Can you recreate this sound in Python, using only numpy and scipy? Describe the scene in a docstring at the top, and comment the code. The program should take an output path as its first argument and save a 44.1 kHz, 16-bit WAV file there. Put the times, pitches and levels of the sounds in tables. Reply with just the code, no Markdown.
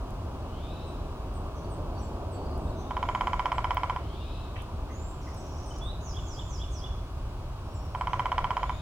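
"""Distant traffic rumbles throughout. A twig ticks, a far bird screams, and songbirds chip, whistle and
twitter. Near 3 s a small woodpecker drums on a resonant spot of a trunk, sixteen blows a second: each
rings the wood, comes back from nearby surfaces and scatters among the trees. A second scream follows,
claws scrape the bark, and a dry trill leads into a hoarse song near 6 s. Near 8 s the woodpecker drums a
shorter roll, and a last scream rises behind it."""
import sys
import numpy as np
from scipy import signal
from scipy.fft import rfft, irfft, next_fast_len
from scipy.io import wavfile
from scipy.ndimage import uniform_filter1d

SR = 44100
rng = np.random.default_rng(int(sys.argv[2]) if len(sys.argv) > 2 else 0)


def inscribe(sig):
    """Save sig as 16-bit PCM at rate SR to the path in sys.argv[1].

    A 1-D sig is mono; a 2-D sig holds one channel per row.
    Samples are clipped to [-1, 1] before scaling.
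    """
    pcm = np.round(np.clip(np.atleast_2d(sig).T, -1, 1) * 32767)
    wavfile.write(sys.argv[1], SR, pcm.astype(np.int16))


N = 388521


def undb(db):
    """Decibels to gain."""
    return 10 ** (np.asarray(db) / 20)


def level(x, db):
    """Scale to an rms level."""
    return x * undb(db) / np.sqrt(np.mean(x ** 2))


def clock(length):
    """Sample times of a sound, in seconds."""
    return np.arange(int(length * SR)) / SR


def decay(t, t60):
    """Envelope that falls 60 dB in t60 seconds."""
    return undb(-60 * t / t60)


def arch(t):
    """Envelope that swells and fades over a note."""
    return np.sin(np.pi * t / (t[-1] + 1 / SR))


def walk(rate, size):
    """Smooth random wander with a spread near 1."""
    hold = int(SR / rate)
    return uniform_filter1d(np.repeat(rng.standard_normal(size // hold + 1), hold), hold)[:size]


def tone(hz, waver):
    """A bird's voice: near pure when the pitch wavers little, hoarse when it wavers much."""
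    return np.sin(2 * np.pi * np.cumsum(hz * (1 + waver * walk(900, len(hz)))) / SR)


def settle(t, start_hz, end_hz, glide):
    """A pitch that leaves its start quickly and levels off."""
    return end_hz + (start_hz - end_hz) * np.exp(-t / glide)


def s_bend(along, start_hz, end_hz, turn, width):
    """A pitch that dwells, bends and levels off; turn and width are shares of the note."""
    return start_hz + (end_hz - start_hz) / (1 + np.exp(-(along - turn) / width))


def add(out, start, sound, pan_db=0):
    """Mix a sound into a stereo track; pan is left minus right."""
    i = int(start * SR)
    part = np.atleast_2d(sound)[:, :max(N - i, 0)]
    out[:, i:i + part.shape[1]] += part * undb(np.array([[pan_db], [-pan_db]]) / 2)


def butter(x, hz, kind, order=2):
    """Butterworth filter."""
    return signal.sosfilt(signal.butter(order, hz, kind, fs=SR, output="sos"), x)


def colour(x, points, skirt_db=0):
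    """EQ through (f/Hz, gain/dB) points, falling by skirt_db an octave beyond the ends."""
    size = next_fast_len(x.shape[-1])
    octave = np.log2(np.maximum(np.arange(size // 2 + 1) * SR / size, 1))
    hz, db = np.transpose(points)
    outside = np.abs(octave - np.clip(octave, np.log2(hz[0]), np.log2(hz[-1])))
    gain = undb(np.interp(octave, np.log2(hz), db) - skirt_db * outside)
    return irfft(rfft(x, size) * gain, size)[..., :x.shape[-1]]


def stereo_width(x, side_eq):
    """EQ the side signal: long waves reach both ears alike."""
    side = colour((x[0] - x[1]) / 2, side_eq)
    return x.mean(axis=0) + np.array([side, -side])


def from_right(x, samples):
    """Sound from the right reaches the left ear a little later."""
    return np.array([np.pad(x[0], (samples, 0))[:N], x[1]])


def trees(x, t60, wet_db, onset=.0015):
    """Reverb from trunks and branches: a fading cloud of echoes, different at each ear."""
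    t = clock(1.2)
    fade_in = 1 - np.exp(-(t / onset) ** 2)
    cloud = rng.standard_normal((2, len(t))) * decay(t, t60) * fade_in
    cloud /= np.sqrt(np.sum(cloud ** 2, axis=1, keepdims=True))
    return undb(wet_db) * signal.fftconvolve(x, cloud, axes=1)[:, :N]


# stereo width of the ambience: f/Hz, side gain/dB
BED_WIDTH = [(60, -24.5), (110, -27), (200, -12), (380, -7.5), (700, -11.5), (1290, -12), (2380, 1.5),
             (4400, 4), (8120, 0), (15000, 3)]

def noise_bed(eq, skirt_db, side_db=0):
    """Shaped stereo noise with its mid signal at unit rms."""
    noise = colour(rng.standard_normal((2, N)), eq, skirt_db)
    bed = stereo_width(noise, [(hz, db + side_db) for hz, db in BED_WIDTH])
    return bed / bed.mean(axis=0).std()


# EQ of the low rumble and of the road noise: f/Hz, gain/dB
RUMBLE_EQ = [(11, -62), (18, -8.5), (38, 1.5), (73, 1), (92, -1), (180, -16.5), (230, -39), (400, -120)]
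ROAD_EQ = [(94, -39), (160, 1.5), (172, -9.5), (199, -2), (307, -2.5), (366, -1.5), (475, -7.5),
           (615, -1.5), (780, -2), (1000, 1), (1200, -0.5), (1900, -26.5), (2470, -51), (4180, -120)]
# fader ride as a vehicle passes and recedes: t/s, level/dB
TRAFFIC_RIDE = [(0.0, -44.5), (1.2, -44.5), (2.01, -42.5), (2.6, -40.5), (3.72, -48), (4.97, -46.5),
                (7.23, -49.5), (8.8, -48.5)]

def traffic(split_hz=620, flicker_db=.83, tyre_follow=.22):
    """Far traffic to the right: throbbing rumble, engines that swell and recede, and tyre wash."""
    rumble = noise_bed(RUMBLE_EQ, skirt_db=6) * undb(-35.5 + walk(8.9, N))
    road = noise_bed(ROAD_EQ, skirt_db=22, side_db=-3)
    ride_db = np.interp(np.arange(N) / SR, *np.transpose(TRAFFIC_RIDE))
    engines = level(butter(road, split_hz, "low", order=3), 2)
    engines *= undb(ride_db + flicker_db * walk(8, N))
    tyres = level(butter(road, split_hz, "high", order=3), -50)
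    tyres *= undb(tyre_follow * (ride_db - ride_db.mean()) + flicker_db * walk(6.5, N))
    return from_right(rumble + engines + tyres, samples=5)


# EQ of the outdoor air: f/Hz, gain/dB
AIR_EQ = [(880, -11.5), (1500, 1), (1880, -9), (2690, -4.5), (4200, -11), (4780, -11.5), (5490, -13.5),
          (9010, -17.5), (15100, -23.5), (16000, -17.5)]

def air():
    """A soft, steady hiss all round."""
    return noise_bed(AIR_EQ, skirt_db=14) * undb(-59.5)


# dry ticks: t/s, low edge/Hz, high edge/Hz, level/dB, t60/s
TICK_CUES = [(.106, 5500, 12000, -49, 0.0089), (2.578, 7000, 14000, -47, .006),
             (3.7447, 14500, 16400, -37, .008), (3.7448, 7500, 14000, -43, 0.007),
             (4.621, 7000, 13000, -44, 0.0069), (5.345, 8000, 13000, -51, .006),
             (5.785, 6500, 11000, -46, 0.0068), (7.854, 8000, 13000, -51, .006)]

def ticks():
    """Bark and twigs snap in tiny bursts of bright noise."""
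    out, t = np.zeros((2, N)), clock(.034)
    for start, low_hz, high_hz, db, t60 in TICK_CUES:
        grain = butter(rng.standard_normal((2, len(t))), [low_hz, high_hz], "band")
        add(out, start, level(grain, db) * decay(t, t60))
    return out + trees(out, t60=.1, wet_db=-8)


# rising screams: t/s, length/s, top fundamental/Hz, level/dB, rasp trim/dB, waver/share of pitch
SCREAM_CUES = [(0.418, 0.56, 1339, -57.5, -5, .014), (3.953, 0.58, 1320, -57, -1.5, 0.025),
               (8.49, .53, 1296, -57, -6, 0.0177)]

def screams(low_hz=945, droop=.045, second_voice=.95):
    """A far bird's hoarse cry slides up in two close voices and droops as it fades."""
    out = np.zeros((2, N))
    harmonics = [(2, -2, .6), (3, 0, 1.1), (4, -13, 1.6)]  # multiple, level/dB, waver factor
    for start, length, top_hz, db, rasp_db, waver in SCREAM_CUES:
        t = clock(length)
        along = t / length
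        hz = s_bend(along, low_hz, top_hz, turn=.33, width=.115)
        hz *= 1 - droop * np.clip((along - .75) / .25, 0, 1) ** 2  # sags in the last quarter
        hz *= 1 + .012 * walk(30, len(t))
        rasp = butter(rng.standard_normal(len(t)), [2500, 4300], "band", order=3)
        cry = level(rasp, rasp_db - 1)
        for multiple, part_db, roughness in harmonics:
            cry += undb(part_db) * tone(multiple * hz, roughness * waver)
        cry += undb(-3) * tone(3 * hz * second_voice, 2 * waver)  # just under the strongest harmonic
        add(out, start, undb(db) * arch(t) ** .63 * cry, pan_db=4)
    out = butter(out, 2400, "high", order=6)
    return undb(-2) * out + trees(out, t60=1, wet_db=-1.5)


# thin chips: t/s, end pitch/Hz, glide time/s, level/dB, pan/dB
CHIP_CUES = [(.858, 8000, .022, -64, -2), (1.333, 7650, .03, -60, -6), (1.698, 7650, 0.031, -57, -4),
             (2.01, 7170, 0.017, -57.5, 0), (2.313, 7600, 0.014, -57, -3), (3.53, 7300, 0.018, -60, 0),
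             (5.07, 8150, .02, -63, 3), (5.357, 7600, .02, -58.5, 3), (5.655, 8000, 0.024, -59, 6),
             (5.828, 8200, .02, -62, 7), (6.705, 7750, .02, -61, 4), (7.735, 7200, 0.011, -60, -10),
             (7.97, 7550, 0.018, -65, -6)]

def chips(start_hz=9200):
    """Very high notes that drop fast and level off, each with a slapback."""
    out, t = np.zeros((2, N)), clock(.055)
    for start, end_hz, glide, db, pan_db in CHIP_CUES:
        voice = tone(settle(t, start_hz, end_hz, glide), waver=.006)
        add(out, start, undb(db) * np.sqrt(arch(t)) * voice, pan_db)
    slapback = np.zeros((2, N))
    add(slapback, .027, undb(-9) * out)
    return out + slapback + trees(out, t60=.55, wet_db=-4)


# whistles: t/s, length/s, start pitch/Hz, end pitch/Hz, waver/share of pitch, level/dB, pan/dB
WHISTLE_CUES = [(1.635, 0.033, 4580, 4490, .004, -60, -2), (1.548, .06, 6350, 5900, 0.045, -63.5, -11),
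                (1.937, 0.12, 4700, 4460, .005, -64.5, -12), (1.975, .05, 5700, 5880, 0.04, -60, -8),
                (2.324, 0.11, 4570, 4500, 0.004, -62.5, -5), (2.752, 0.11, 6340, 5960, 0.036, -61, -3),
                (2.852, .7, 6950, 7000, .042, -68, 0), (4.205, .025, 2850, 2790, .006, -56, -4),
                (4.558, .03, 6300, 5950, .008, -66, -2), (4.89, 0.038, 1830, 2090, 0.1, -54, -2),
                (4.872, 0.29, 5160, 7570, 0.0072, -59, -10), (5.263, 0.028, 1830, 2110, 0.059, -52, 0),
                (5.705, 0.017, 3130, 3010, .005, -49.5, 3), (5.708, 0.011, 6430, 5820, .005, -53, -4),
                (7.615, 0.38, 5490, 5530, 0.0256, -64.5, 3), (8.066, 0.13, 5800, 6150, 0.041, -63, 0),
                (8.445, 0.48, 6900, 6820, .017, -70.5, -15)]

def whistles(glide_share=.27):
    """Single bird notes, each sliding onto its final pitch."""
    out = np.zeros((2, N))
    for start, length, start_hz, end_hz, waver, db, pan_db in WHISTLE_CUES:
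        t = clock(length)
        hz = settle(t, start_hz, end_hz, glide_share * length)
        add(out, start, undb(db) * arch(t) * tone(hz, waver), pan_db)
    return out + trees(out, t60=.53, wet_db=1.5)


# bouts of far twittering: t/s, length/s, centre pitch/Hz, level/dB
TWITTER_CUES = [(2.428, 0.14, 4820, -58), (2.58, 0.14, 8160, -64), (2.659, 0.4, 3770, -57.5)]

def twitter(notes_per_s=45, spread_oct=.074, sweep_oct=.156):
    """Quick falling notes of scattered pitch, blurred by their echoes."""
    out, t = np.zeros((2, N)), clock(.021)
    for start, length, hz, db in TWITTER_CUES:
        for k, (pitch, slope) in enumerate(rng.standard_normal((int(length * notes_per_s), 2))):
            octaves = spread_oct * pitch - sweep_oct * abs(slope) * (t / t[-1] - .5)
            add(out, start + k / notes_per_s, undb(db) * arch(t) * tone(hz * 2 ** octaves, waver=.03))
    return trees(out, t60=.15, wet_db=1)


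# drum rolls: t/s, blows, first gap/s, gap growth per blow/s, force of the last blow/dB
DRUM_ROLLS = [(2.908, 18, .059867, .000263, -5), (7.949, 13, .061004, .000202, -3)]

def blows(jitter_s=.0003):
    """Time and force of every blow: a roll gathers force, slows a little unevenly and slackens."""
    for start, count, gap, slowing, end_db in DRUM_ROLLS:
        k = np.arange(count)
        times = start + gap * k + slowing * k * (k - 1) / 2 + jitter_s * rng.standard_normal(count)
        force_db = -5.5 * np.exp(-k / 1.3) + end_db * np.exp(-k[::-1] / 1.23)
        yield from zip(times, force_db + .4 * rng.standard_normal(count))


# modes of the trunk: f/Hz, level/dB, t60/s, pan/dB
TRUNK_MODES = [(705, -12.5, .018, 0), (988, 2.8, .025, -2.5), (1200, -10, .022, -5), (1345, -9.5, .022, -7),
               (1960, -15.5, .02, 2), (2150, -5.5, .009, 2), (2400, -7.5, .005, .5), (2985, -10.5, .012, 1),
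               (3155, -10.5, .013, 0), (3420, -25, .022, 0), (4135, -37, .02, -1.5),
               (5160, -27, .015, -7.5)]

def trunk_knocks(ring_db=-18, crack_db=-47, clatter_db=-30, contact_s=.0001):
    """Dry knocks and clatter: the bill hits one spot, and a harder blow lifts the upper modes."""
    hz, db, t60, pan_db = np.transpose(TRUNK_MODES)[:, :, None]
    polarity = -(-1) ** np.arange(len(hz))[:, None]  # neighbouring modes swing in opposite senses
    upper = np.clip(np.log2(hz / hz[1]), 0, 1)
    ears = undb(np.array([[.5], [-.5]]) * pan_db.T)  # each mode radiates in its own direction
    t, knocks, clatter = clock(.08), np.zeros((2, N)), np.zeros((2, N))
    press = 1 - np.exp(-t / contact_s)  # the bill takes a moment to press in
    burst = rng.standard_normal((2, len(t))) * decay(t, .02)
    for start, force_db in blows():
        bite_db = 1.5 + .55 * force_db  # a stronger blow bites harder
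        detune, flutter = rng.standard_normal((2, len(hz), 1))
        gain = undb(db + upper * (bite_db + .9 * flutter))
        ring = polarity * gain * decay(t, t60) * np.sin(2 * np.pi * hz * (1 + .004 * detune) * t)
        add(knocks, start, undb(ring_db + force_db) * press * (ears @ ring))
        crack = butter(rng.standard_normal((2, len(t))), 5700, "low") * decay(t, .15)
        add(knocks, start, undb(crack_db + force_db + bite_db) * press * crack)
        add(clatter, start, undb(clatter_db + force_db) * burst)
    return butter(knocks, 480, "high"), clatter


# early reflections: delay/s, level/dB
NEAR_ECHOES = [(.00497, -22), (.008, -2.7), (.00963, -16), (.0141, -19), (.0238, -17), (.0265, -17),
               (.0316, -19.5), (.0383, -23)]
# EQ of the knock that reaches the farther trunks: f/Hz, gain/dB
FAR_EQ = [(800, -9), (1000, -14), (1350, -11), (1700, -3), (2200, -3), (3100, -11), (5000, -3)]

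def woodpecker():
    """The knocks bounce off nearby surfaces and, with the clatter sent sideways, off farther trunks."""
    knocks, clatter = trunk_knocks()
    near = knocks.copy()
    dull = colour(knocks, [(1100, 1), (2200, -5.5), (3200, -13.5)])  # rough surfaces return little treble
    for delay, db in NEAR_ECHOES:
        add(near, delay, undb(db) * dull)
    clatter_eq = [(680, 23), (850, 3), (1130, 28), (1500, 13.5),
                  (2200, -5), (2950, 4), (4000, -1), (5500, -21)]
    send = colour(knocks, FAR_EQ) + colour(clatter, clatter_eq, skirt_db=28)
    tail = trees(send, t60=.5, wet_db=-3.5, onset=.016)
    return from_right(near, samples=2) + stereo_width(tail, [(900, -11), (2200, 1.5)])


# claw scrapes: t/s, length/s, low edge/Hz, high edge/Hz, level/dB
SCRAPE_CUES = [(4.556, 0.017, 1550, 2900, -43.5), (4.571, 0.041, 2100, 3300, -50.5),
               (4.606, 0.019, 2470, 3600, -53)]

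def scrapes():
    """Claws shift on the bark: soft, grainy rubs."""
    out = np.zeros((2, N))
    for start, length, low_hz, high_hz, db in SCRAPE_CUES:
        t = clock(length)
        grains = rng.standard_normal((2, len(t))) * rng.exponential(size=len(t))
        rub = butter(grains, [low_hz, high_hz], "band", order=3)
        add(out, start, arch(t) * level(rub, db))
    return out + trees(out, t60=.2, wet_db=-3)


def trill(start=5.205, period=.059, beats=10, rise_db=4, pan_db=-3):
    """A dry swelling trill, blurred by distance: each beat is a rasp and a quick downward flick."""
    out, rasp_t, flick_t = np.zeros((2, N)), clock(.045), clock(.009)
    for k in range(beats):
        swell_db = rise_db * k / beats
        rasp = arch(rasp_t) * tone(np.full(len(rasp_t), 5700), waver=.09)
        add(out, start + k * period, undb(-59 + swell_db) * rasp, pan_db)
        flick = arch(flick_t) * tone(np.geomspace(8000, 5400, len(flick_t)), waver=.063)
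        add(out, start + (k + .38) * period, undb(-58 + swell_db) * flick, pan_db)
    return out + trees(out, t60=.3, wet_db=3, onset=.015)


# first note of the song: length/s, start pitch/Hz, end pitch/Hz, level/dB, fade/dB
OPENING_NOTE = (.15, 3310, 3990, -40, -14)

def song_opening(start=5.811):
    """A clear note that bends upward as it fades."""
    length, start_hz, end_hz, db, fade_db = OPENING_NOTE
    out, t = np.zeros((2, N)), clock(length)
    voice = tone(s_bend(t / length, start_hz, end_hz, turn=.38, width=.167), waver=.0092)
    add(out, start, undb(db + fade_db * t / length) * np.sqrt(arch(t)) * voice, pan_db=-4)
    return out + trees(out, t60=.42, wet_db=-.5)


# a long slur and a three-part hook: offset/s, length/s, start pitch/Hz, end pitch/Hz, level/dB, swell/dB
SYLLABLE_NOTES = [(0, .105, 7060, 4750, -53.5, 5), (0.11, 0.025, 3230, 3340, -47.5, -3),
                  (0.132, .016, 3300, 3560, -39, -1.5), (.153, 0.01307, 3200, 2830, -50, 2.5)]
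# buzzes: t/s, length/s, f/Hz, vibrato depth/Hz, vibrato rate/Hz, level/dB
BUZZ_CUES = [(5.998, 0.16, 6480, 450, 120, -56), (6.157, 0.49, 7160, 300, 91, -60.5)]

def song(start=6.03, period=.2248, syllables=4, pan_db=-4):
    """One hoarse slurred syllable repeats at an even pace, with buzzes over it."""
    out = np.zeros((2, N))
    for k in range(syllables):
        for offset, length, start_hz, end_hz, db, swell_db in SYLLABLE_NOTES:
            t = clock(length)
            envelope = undb(db + swell_db * t / length) * np.sqrt(arch(t))
            slur = tone(np.geomspace(start_hz, end_hz, len(t)), waver=.023)
            add(out, start + k * period + offset, envelope * slur, pan_db)
    for onset, length, hz, depth_hz, rate_hz, db in BUZZ_CUES:
        t = clock(length)
        buzz = tone(hz + depth_hz * np.sin(2 * np.pi * rate_hz * t), waver=.02)
        add(out, onset, undb(db) * np.sqrt(arch(t)) * buzz, pan_db)
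    near = trees(out, t60=.13, wet_db=-3.5)
    bright_tail = trees(butter(out, 4300, "high"), t60=.78, wet_db=3)  # twigs scatter high notes most
    return undb(-1) * out + near + bright_tail


def scene():
    """The ambience, with the birds and small noises in order of entry."""
    return (traffic() + air() + ticks() + screams() + chips() + whistles() + twitter()
            + woodpecker() + scrapes() + trill() + song_opening() + song())


def record(dry, top_hz=15900):
    """A steep low-pass on the whole mix."""
    return signal.sosfilt(signal.ellip(8, .2, 70, top_hz, fs=SR, output="sos"), dry)


dry = scene()
out = record(dry)
inscribe(out)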